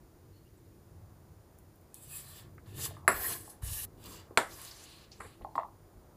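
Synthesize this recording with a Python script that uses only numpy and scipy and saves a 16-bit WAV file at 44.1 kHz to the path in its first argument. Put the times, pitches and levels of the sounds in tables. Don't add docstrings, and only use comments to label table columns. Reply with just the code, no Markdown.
import sys
import numpy as np
from scipy import signal
from scipy.fft import rfft, irfft, next_fast_len
from scipy.io import wavfile
from scipy.ndimage import uniform_filter1d

SR = 44100
rng = np.random.default_rng(int(sys.argv[2]) if len(sys.argv) > 2 else 0)


def boost_factor(decibels):
    exponent = np.asarray(decibels, float) / 20
    return 10 ** exponent


def output_pcm(signal):
    pcm = np.clip(np.atleast_2d(signal).T, -1, 1) * 32767
    wavfile.write(sys.argv[1], SR, np.round(pcm).astype(np.int16))


N = 271655
TOP_HZ = 15500


def unit(x):
    return x / np.sqrt(np.mean(x ** 2))


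def peak(x, db):
    return x * boost_factor(db) / np.max(np.abs(x))


def add(out, s, x):
    i = int(s * SR)
    out[i:i + len(x)] += x[:N - i]


def on_log(hz, table):
    points = np.array(table)
    return np.interp(np.log(np.maximum(hz, 1)), np.log(points[:, 0]), points[:, 1])


def shape(x, gain):
    size = next_fast_len(len(x))
    hz = np.arange(size // 2 + 1) * SR / size
    return irfft(rfft(x, size) * gain(hz), size)[:len(x)]


def between(lo_hz, hi_hz):
    return lambda hz: 1 / np.sqrt((1 + (lo_hz / np.maximum(hz, 1)) ** 24) * (1 + (hz / hi_hz) ** 24))


def burst(gain):
    return shape(rng.standard_normal(SR // 4), gain)


def walk(rate, size=N):
    hold = int(SR / rate)
    held = np.repeat(rng.standard_normal(size // 200 + 2)[:size // hold + 1], hold)[:size]
    return 1.3 * uniform_filter1d(uniform_filter1d(held, hold), hold)


def fade(t60, rise_s):
    t = np.arange(SR // 4) / SR
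    return (1 - np.exp(-t / abs(rise_s))) * np.exp(-np.log(1000) * t / max(t60, 1e-3))


def ring(modes, phase=0, stretch=1, size=SR // 4):
    hz, db, t60 = (column[:, None] for column in np.transpose(modes))
    t = np.arange(size) / SR
    fall = np.exp(-np.log(1000) * t / np.maximum(t60 * stretch, 1e-3))
    return np.sum(boost_factor(db) * np.sin(2 * np.pi * hz * t + phase) * fall, axis=0)


# (frequency [Hz], t60 [s])
SHELL_DECAY = [(150, .15), (500, 0.22), (1500, 0.054), (3500, 0.08), (8000, 0.056), (14000, 0.11)]


def crowd(count, colour, stretch, size):
    chance = rng.random((count, 3))
    hz = 120 * (TOP_HZ / 120) ** ((np.arange(count) + chance[:, 0]) / count) ** .6
    t60 = on_log(hz, SHELL_DECAY) * stretch
    spacing = uniform_filter1d(np.gradient(hz), size=9)
    db = on_log(hz, colour) + 10 * np.log10(spacing / t60) + 6 * (chance[:, 1] - .5)
    return ring(np.transpose([hz, db, t60]), 2 * np.pi * chance[:, 2:], size=size)


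# (frequency [Hz], density [dB per Hz])
ROOM_COLOUR = [(260, -29), (450, -3), (801, -8.5), (888, -9.5), (1000, -10), (2860, -26), (4930, -25),
               (6440, -25), (6930, -27), (8280, -29), (9320, -22.5), (12700, -27), (13900, -23.5),
               (15400, -25)]
# (frequency [Hz], level [dB])
WHINE_TONES = [(4344, -99), (4877, -92), (6751, -91.5), (7122, -87.5), (7499, -101.5), (13501, -89),
               (13873, -86.5), (14250, -91), (14626, -93)]


def kitchen():
    colour = lambda f: boost_factor(on_log(f, ROOM_COLOUR)) * between(480, SR)(f)
    air = boost_factor(-66.5) * unit(shape(rng.standard_normal(N), colour))
    lows = shape(air, between(1, 1500))
    swell = boost_factor(2.8 * walk(2.5))
    t = np.arange(N) / SR
    whine = sum(boost_factor(db) * np.sqrt(2) * np.sin(2 * np.pi * hz * t) for hz, db in WHINE_TONES)
    return air + lows * (swell - 1) + whine


# (time [s], swell [s], deep level [dB], board level [dB], boom level [dB])
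TABLE_PUSHES = [(.2, 0.079, -75, -58, -67.5), (.55, 0.12, -71, -62, -66), (.88, 0.081, -78, -51.5, -78),
                (1.17, 0.095, -80, -56, -89), (1.95, 0.21, -80, -57.5, -89),
                (2.38, 0.13, -70, -54.5, -62.5), (2.659, 0.12, -58.5, -45, -56.5),
                (3.1, 0.05, -50, -61.5, -60.5), (3.22, 0.078, -68, -52, -55),
                (3.61, 0.058, -44.5, -44.5, -66), (3.8, 0.094, -63.5, -59, -61),
                (4.04, 0.049, -56.5, -77, -54.5), (4.45, 0.05, -61, -68, -60.5),
                (5.17, 0.049, -62, -57.5, -59), (5.4, 0.025, -52, -63, -56.5),
                (5.93, 0.052, -61, -72.5, -67.5), (6.1, .05, -67.5, -59, -79.5)]
# deep, board and boom levels [dB]
TABLE_REST = (-65.5, -62, -64.5)


def pushes():
    s, swell_s, *levels_db = np.transpose(TABLE_PUSHES)
    age = np.maximum(np.arange(N) / SR - s[:, None], 0) / swell_s[:, None]
    power = (age * np.exp(1 - age)) ** 2
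    return (np.sqrt(boost_factor(2 * db) @ power + boost_factor(2 * rest_db)) for db, rest_db in zip(levels_db, TABLE_REST))


# (frequency [Hz], width [Hz], level [dB])
LOW_RESONANCES = [(200, 60, -0.5), (334, 38, 5.5), (377, 22, -7), (444, 30, -12)]


def table():
    deep, board, boom = pushes()
    noise = rng.standard_normal((3, N))

    def plank_gain(f):
        return 1 / (1 + ((f - 92) / 14) ** 2) + 0.4 / (1 + ((f - 140) / 25) ** 2)

    def hollow_gain(f):
        return 1.0 + sum(boost_factor(db) / (1 + (2 * (f - hz) / w) ** 2) for hz, w, db in LOW_RESONANCES)

    sway = shape(noise[0], lambda f: 1 / (1 + (35 / np.maximum(f, 1)) ** 4))
    sway = unit(shape(sway, between(1, 76)))
    plank = unit(shape(shape(noise[1], plank_gain), between(73, 190)))
    hollow = unit(shape(shape(noise[2], hollow_gain), between(150, 480)))
    return deep * sway + board * plank + boom * hollow


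# (time [s], peak level [dB], centre frequency [Hz])
HIGH_TICKS = [(1.1394, -63, 13900), (1.5866, -48.5, 11700), (1.7579, -54, 12700), (1.812, -57, 13200),
              (1.9431, -33, 9700), (2.4194, -51, 12400), (2.5486, -55, 13730), (3.502, -48, 8900),
              (4.0405, -41, 7600), (4.059, -40, 11200), (4.0988, -47, 15000), (4.616, -36, 12200),
              (4.6498, -33, 8500), (4.68, -44, 13000), (4.84, -48, 13000), (5.558, -46.5, 12500)]
# (time [s], peak level [dB], centre frequency [Hz])
SPOON_TAPS = [(2.58, -46, 1480), (2.966, -50, 1340), (3.6222, -46, 1047), (5.2049, -36, 1480),
              (5.7526, -64, 1184)]
# (time [s], peak level [dB], centre frequency [Hz])
STEEL_CLACKS = [(2.659, -61, 3980), (4.7112, -40, 4860), (4.837, -44.5, 7300), (5.1168, -42, 5000),
                (5.419, -57, 2800), (5.2055, -56, 4080), (5.5533, -51, 4100), (5.557, -55.5, 7700),
                (4.508, -48, 4500), (4.798, -48, 9800), (5.408, -64, 11800)]
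# (width [Hz], t60 [s])
SNAP_RESONANCE = [
    (7600, 0.008),
    (1490, 0.092),
    (2260, 0.14),
]


def ticks():
    out = np.zeros(N)
    for rows, (width_hz, t60) in zip((HIGH_TICKS, SPOON_TAPS, STEEL_CLACKS), SNAP_RESONANCE):
        for s, db, hz in rows:
            band = burst(lambda f: 1 / (1 + (2 * (f - hz) / width_hz) ** 4))
            snap = fade(t60 / 3, 0.00042)
            tail = 0.52 * fade(t60, 0.00058)
            echo = 0.063 * fade(0.12, 0.0025)
            add(out, s, peak(band * (snap + tail + echo), db))
    return out


# (time [s], peak level [dB], favoured pitch [Hz], brightness [dB], ring stretch [ratio])
SOFT_DROPS = [(2.859, -39, 1100, -25, 1), (2.908, -42.5, 670, -25, 1.6), (2.967, -43, 1140, -28, 5.3),
              (3.048, -47, 800, -20, 1), (3.477, -44.5, 830, -37.5, 3.4), (4.308, -40, 452, -29, 0.94),
              (5.2055, -40, 1093, -12, 0.98), (5.411, -45, 653, -22.5, 1.6), (5.447, -29.5, 868, -27, 1.34),
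              (5.554, -25, 980, -18, 0.93), (5.579, -17, 1040, -21, 0.94), (5.588, -25, 760, -36, 1.1),
              (5.597, -33, 1000, -11, 0.86), (5.609, -36, 1035, -11, 1.5), (5.632, -31.5, 1040, -17, 1.85),
              (5.651, -40, 1020, -24, 0.61), (5.685, -47, 1010, -30, 0.87)]
# (frequency [Hz], level [dB], t60 [s])
LOADED_MODES = [(329.6, -4.5, 0.33), (450, -6, .15), (686, -2, .12), (830, 1, 0.22), (1023, -2, 0.04),
                (1060, 2, 0.25), (1260, -30.5, 0.092)]
# (frequency [Hz], level [dB], t60 [s])
EDGE_MODES = [(1790, 12.5, 0.018), (1890, 4, 0.041), (2010, 2, 0.061), (2770, -11, 0.076),
              (3600, -14, 0.068), (4230, -14, 0.046)]


def drops():
    out = np.zeros(N)
    for s, db, hz, bright_db, stretch in SOFT_DROPS:
        modes = [(f, d - 9 * abs(np.log2(f / hz)), t60) for f, d, t60 in LOADED_MODES]
        low = peak(ring(modes, stretch=stretch * 0.69), 0)
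        low = low * (fade(0.071, .0003) + 0.4 * fade(0.74, 0.001))
        thud = peak(burst(between(0.79 * hz, 1.07 * hz)) * fade(0.21 * stretch, 0.0014), -6.0)
        knock = peak(ring([(hz, 0, .012)]) * fade(1, 0.00095), 1.5)
        dull = signal.butter(4, (.5 * hz, 1400), "band", fs=SR, output="sos")
        soft = signal.sosfilt(dull, low + thud + knock)
        edge = ring(EDGE_MODES) + 0.89 * burst(between(1700, 3900)) * fade(0.092, 0.0006)
        add(out, s, peak(soft, db) + peak(edge * fade(1, 0.00046), db + bright_db))
    return out


# (time [s], frequency [Hz], level [dB], swell [s])
RUBBED_TONES = [(.365, 4320, -74, .03), (.375, 2980, -81, .015), (.35, 2750, -82, .015),
                (.36, 12200, -77, .015), (.36, 10800, -81, .012), (.43, 4400, -84, .04),
                (.47, 2850, -81, .018), (.58, 8000, -81, .012), (.57, 2550, -82, .012),
                (2.14, 2750, -66, .04), (2.16, 9900, -56, .035), (2.135, 7600, -59, .025),
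                (2.19, 1800, -69, .05), (2.21, 2300, -70, .04), (2.3, 4050, -66, .05),
                (2.37, 3000, -66, .035), (2.73, 2700, -69, .04), (3.255, 1820, -45, .025),
                (3.28, 3100, -58, .03), (4.12, 1110, -53, .012), (4.065, 1080, -58, .02),
                (4.145, 1110, -55, .01), (3.79, 1780, -58, .04), (3.79, 2800, -59, .015),
                (5.222, 1093, -56, .022), (5.25, 7800, -68, .06), (5.26, 9500, -70, .05),
                (5.25, 11200, -70, .04), (4.8, 4300, -66, .12), (4.98, 4250, -67, .08),
                (5.43, 4200, -78, .02), (5.425, 2650, -77, .012), (5.43, 1950, -75, .02),
                (5.59, 3500, -73, .03), (5.6, 4200, -77, .03), (5.585, 7400, -78, .03),
                (5.598, 2750, -68, .005), (5.57, 300, -50, .014)]
# (time [s], frequency [Hz], level [dB], swell [s])
STEEL_RINGS = [(1.99, 2550, -76, .05), (2.14, 2536, -64, .045), (2.07, 2900, -75, .05),
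               (2.04, 3640, -74, .04), (1.97, 4250, -77, .03), (2.12, 6000, -73, .06),
               (2.04, 6500, -76, .06), (2.02, 7510, -69, .06), (2.14, 7494, -62, .05),
               (2.04, 7989, -70, .07), (2.08, 8380, -69, .12), (1.99, 9577, -70, .04),
               (2.15, 9695, -59, .04), (2.17, 10170, -62, .05), (2.16, 11180, -63, .05),
               (2.16, 12371, -60, .05), (5.51, 4200, -85, .05)]


def squeaks():
    out = np.zeros(N)
    t = np.arange(-SR // 4, SR // 4) / SR
    for rows, width_hz, spread in ((RUBBED_TONES, 110, .012), (STEEL_RINGS, 18, .002)):
        for s, hz, db, swell_s in rows:
            width = width_hz + spread * hz
            tone = unit(shape(rng.standard_normal(len(t)), lambda f: 1 / (1 + ((f - hz) / width) ** 2)))
            waver = boost_factor(2 * walk(50, size=len(t)))
            swell = np.exp(-(t / swell_s) ** 2)
            add(out, s - 1 / 4, boost_factor(db) * tone * waver * swell)
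    return out


KNOCK_TIMES = (3.0782, 4.3737)
# (peak level [dB], spoon pitch [Hz], spoon [dB], crack [dB], bowl [dB], shell [dB], room [dB])
KNOCK_LEVELS = [
    (-3.5, 1750, 1.5, -4, -6, -4, -16),
    (-4, 2430, -13.5, -1.5, -18.5, -3.5, -15),
]
# (frequency [Hz], level [dB], t60 [s])
FIRST_BOWL = [(383.3, -5.5, 0.181), (659, 0.5, 0.14), (775, -17, 0.67), (988, -3.5, 0.17),
              (1118, -3.5, 0.25), (1400, -8, 0.18), (1743, -4.5, 0.17), (2050, -19, 0.11),
              (2530, -2, 0.0347), (2780, -20.5, 0.2), (2960, -35, 0.11), (4080, -18.5, 0.082),
              (4430, -26, 0.022)]
SECOND_BOWL = [(452, -14.5, 0.38), (588, 1, .12), (720, -7, 0.15), (974, -2.5, 0.15), (1085, -16, 0.12),
               (1286, 6, 0.082), (1520, -19, 0.082), (1740, -10.5, 0.28), (2160, -15, 0.12),
               (2500, -32.5, 0.203), (2890, -20.5, 0.1), (3490, -21.5, 0.13)]
# (frequency [Hz], density [dB per Hz])
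FIRST_SHELL = [(59, -45), (100, -13), (524, -5.5), (662, -3), (872, -8.5), (1360, 0.5), (1520, -5.5),
               (1800, 0), (3250, -28.5), (4670, -23), (6840, -41), (7770, -8.5), (9020, -36), (10200, -14),
               (16000, -36.5)]
SECOND_SHELL = [(59, -40), (100, -11), (156, -16.5), (558, -4), (621, -4.5), (1130, -4), (1200, -4.5),
                (2000, -6), (2220, -7.5), (2470, -18), (3700, -18), (6420, -30), (7290, -19),
                (11200, -24.5), (16000, -43.5)]
# (frequency [Hz], level re peak [dB], t60 [s])
RIM_MODES = [
    [(4500, -26.5, .02), (7630, -21.5, .03), (10100, -19, .09), (10300, -34, .06), (11800, -35, .06),
     (13000, -38.5, .06), (14300, -35.5, .05)],
    [(3680, -29.5, .05), (7600, -28, 0.088), (9500, -28.5, .04), (11000, -33.5, .04), (12800, -34, .04)],
]


def knocks():
    out = np.zeros(N)
    bowls, shells = (FIRST_BOWL, SECOND_BOWL), (FIRST_SHELL, SECOND_SHELL)
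    for s, levels, bowl, colour, rim in zip(KNOCK_TIMES, KNOCK_LEVELS, bowls, shells, RIM_MODES):
        db, hz, spoon_db, crack_db, bowl_db, shell_db, room_db = levels
        damped = [(f, level_db, min(t60, .3)) for f, level_db, t60 in bowl]
        thwack = peak(ring([(hz, 0, .0042)]) * fade(1, .001) ** 2, spoon_db)
        crack = burst(lambda f: boost_factor(0.77 * on_log(f, colour)) / (1 + (f / 11000) ** 4))
        crack = peak(crack * fade(0.013, 0.00076) ** 2, crack_db)
        body = peak(ring(damped, stretch=0.69) * fade(0.93, 0.0022), bowl_db)
        shell = crowd(count=260, colour=colour, stretch=0.93, size=SR // 4)
        shell = peak(shell * fade(0.29, 0.00029), shell_db)
        echo = burst(lambda f: boost_factor(on_log(f, colour))) * fade(0.24, 0.01)
        add(out, s, peak(thwack + crack + body + shell, db) + peak(echo, db + room_db))
        add(out, s, boost_factor(db) * ring(rim) * fade(1, .0015))
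    return out


def patchy(x, lo_hz, hi_hz, spread_db):
    centres = np.geomspace(lo_hz, hi_hz, num=3)
    parts = (shape(x, lambda f: np.interp(f, centres, one)) for one in np.eye(len(centres)))
    return unit(sum(part * boost_factor(spread_db * walk(12, size=SR)[:len(x)]) for part in parts))


# (frequency [Hz], density [dB per Hz])
SCRAPE_COLOUR = [(240, -26.5), (400, 14.5), (520, -16), (906, -15.5), (1160, -17), (1400, -22.5),
                 (1790, -8.5), (2180, -28), (2840, -19.5), (6950, -20.5), (7510, -11.5), (8760, -15.5),
                 (11400, -12.5), (14600, -9.5), (16000, -18.5)]
# (frequency [Hz], width [Hz], level [dB])
SINGING_MODES = [(1100, 170, 11.5), (1890, 76, -2.5), (7730, 340, 3), (9800, 590, 3.5), (10400, 2200, 7)]
# grit, rasp and body change per change of hiss [dB per dB]
DULLING = (1, 0.82, 0.56)


def stroke(speed, contact, pile_db, top_hz, air):
    s, level_db = np.transpose(speed)
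    t = np.arange(s[0], s[-1], 1 / SR)
    hiss_db = np.interp(t, s, level_db)
    along = (t - s[0]) / (s[-1] - s[0])
    slowing_db = max(level_db) - hiss_db
    grit_db, rasp_db, body_db = (db + gain_db * (along - .5) + (1 - share) * slowing_db
                                 for db, gain_db, share in zip(contact, pile_db, DULLING))
    air_db = air[0] + air[1] * (along - .5)
    metal = np.clip(contact[-1], 0, 1)
    touch = np.clip(np.minimum(t - s[0], s[-1] - t) / .004, 0, 1)
    shell = crowd(count=200, colour=[(100, 0), (16000, 0)], stretch=.3, size=SR // 20)

    def colour(hz):
        sing = sum(db / (1 + (2 * (hz - f) / w) ** 2) for f, w, db in SINGING_MODES)
        return boost_factor(on_log(hz, SCRAPE_COLOUR) + sing)

    bands = ((11000, 17000, air_db), (7200, 11000, -1.5), (4800, 7200, grit_db),
             (2300, 4800, rasp_db), (480, 2300, body_db))
    out = 0
    for lo_hz, hi_hz, db in bands:
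        rough_db = 0.51 * rng.exponential(size=SR) + 1.6 * walk(61, size=SR) + 1.2 * walk(22, size=SR)
        grains = unit((rng.standard_normal((2, SR)) * boost_factor(rough_db))[:, :len(t)])
        zone = lambda f: between(lo_hz, hi_hz)(f) / (1 + (f / top_hz) ** 16)
        rung = unit(signal.fftconvolve(grains[0], shell)[:len(t)])
        sung = unit(shape(0.54 * grains[0] + 0.42 * rung, lambda f: colour(f) * zone(f)))
        smooth = unit(shape(grains[1], zone))
        rub = np.sqrt(metal) * sung + np.sqrt(1 - metal) * smooth
        band_db = hiss_db + db - 2.0 * (lo_hz > 7000)
        out = out + patchy(rub, lo_hz, hi_hz, spread_db=1.0) * boost_factor(band_db)
    return s[0], out * touch


# (time [s], level [dB])
STROKE_SPEED = [
    [(1.944, -56), (2.014, -60.5), (2.036, -53), (2.072, -57.5), (2.162, -44), (2.238, -55), (2.39, -54.5),
     (2.5, -88.5)],
    [(2.64, -104), (2.67, -67), (2.732, -68), (2.802, -43.5), (2.856, -35), (2.898, -57), (3.02, -80)],
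    [(3.11, -59), (3.122, -51), (3.262, -35), (3.33, -38), (3.414, -52.5), (3.49, -57.5), (3.502, -48.5),
     (3.6, -78)],
    [(3.61, -93), (3.622, -54), (3.646, -43.5), (3.736, -39.5), (3.742, -40), (3.85, -44.5), (3.87, -94),
     (3.89, -90)],
    [(3.97, -81), (4.064, -55.5), (4.09, -58), (4.162, -57), (4.192, -66.5), (4.198, -63), (4.236, -78),
     (4.29, -91)],
    [(4.45, -72), (4.468, -62), (4.52, -55), (4.668, -51.5), (4.744, -59), (4.79, -58), (5.04, -70),
     (5.11, -88)],
    [(5.11, -86), (5.118, -71.5), (5.166, -76), (5.2, -76)],
    [(5.2, -57), (5.222, -58), (5.274, -61.5), (5.328, -69.5), (5.4, -79)],
]
# (grit re hiss [dB], wall rasp re hiss [dB], spoon body re hiss [dB], bare metal [0-1])
STROKE_CONTACT = [(-13.5, -10.5, -16, 0.65), (-6, -7.5, -13, 0.77), (-12, -15.5, -13.5, 0.86),
                  (-11, -12, -17.5, 0.7), (-1, 0.5, -3.5, 0.7), (-3.5, -2.5, -7, 0.42), (6.5, 6, 0, 0.3),
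                  (-21, -4, -0.5, 0.47)]
# (grit [dB], rasp [dB], body [dB])
FOOD_PILE = [(20, 15, 22), (4, 2, 0), (3.5, -10.5, -23.5), (7, 8.5, 4), (14, 11, 12), (10, 15, 1),
             (-3, -4, -4), (3, 4.5, -18)]
HISS_TOP = [16400, 15770, 15800, 15400, 16600, 15440, 13050, 12400]
# (level re hiss [dB], gain along the stroke [dB])
HISS_AIR = [(-2, 0), (-1.5, 0), (-1.5, -14.5), (-1, 8), (-0.5, -3.5), (-4.5, -2.5), (-6, 2), (-12, 3)]


def strokes():
    out = np.zeros(N)
    for parts in zip(STROKE_SPEED, STROKE_CONTACT, FOOD_PILE, HISS_TOP, HISS_AIR):
        add(out, *stroke(*parts))
    return out


def scene():
    mix = kitchen() + table() + ticks() + drops() + squeaks() + knocks() + strokes()
    return mix[None]


def roll_off(x):
    return signal.sosfilt(signal.butter(12, 16520, fs=SR, output="sos"), x)


def record(dry):
    steep = signal.ellip(12, .3, 50, TOP_HZ, fs=SR, output="sos")
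    cut = signal.sosfilt(steep, dry)
    return roll_off(cut)


dry = scene()
out = record(dry)
output_pcm(out)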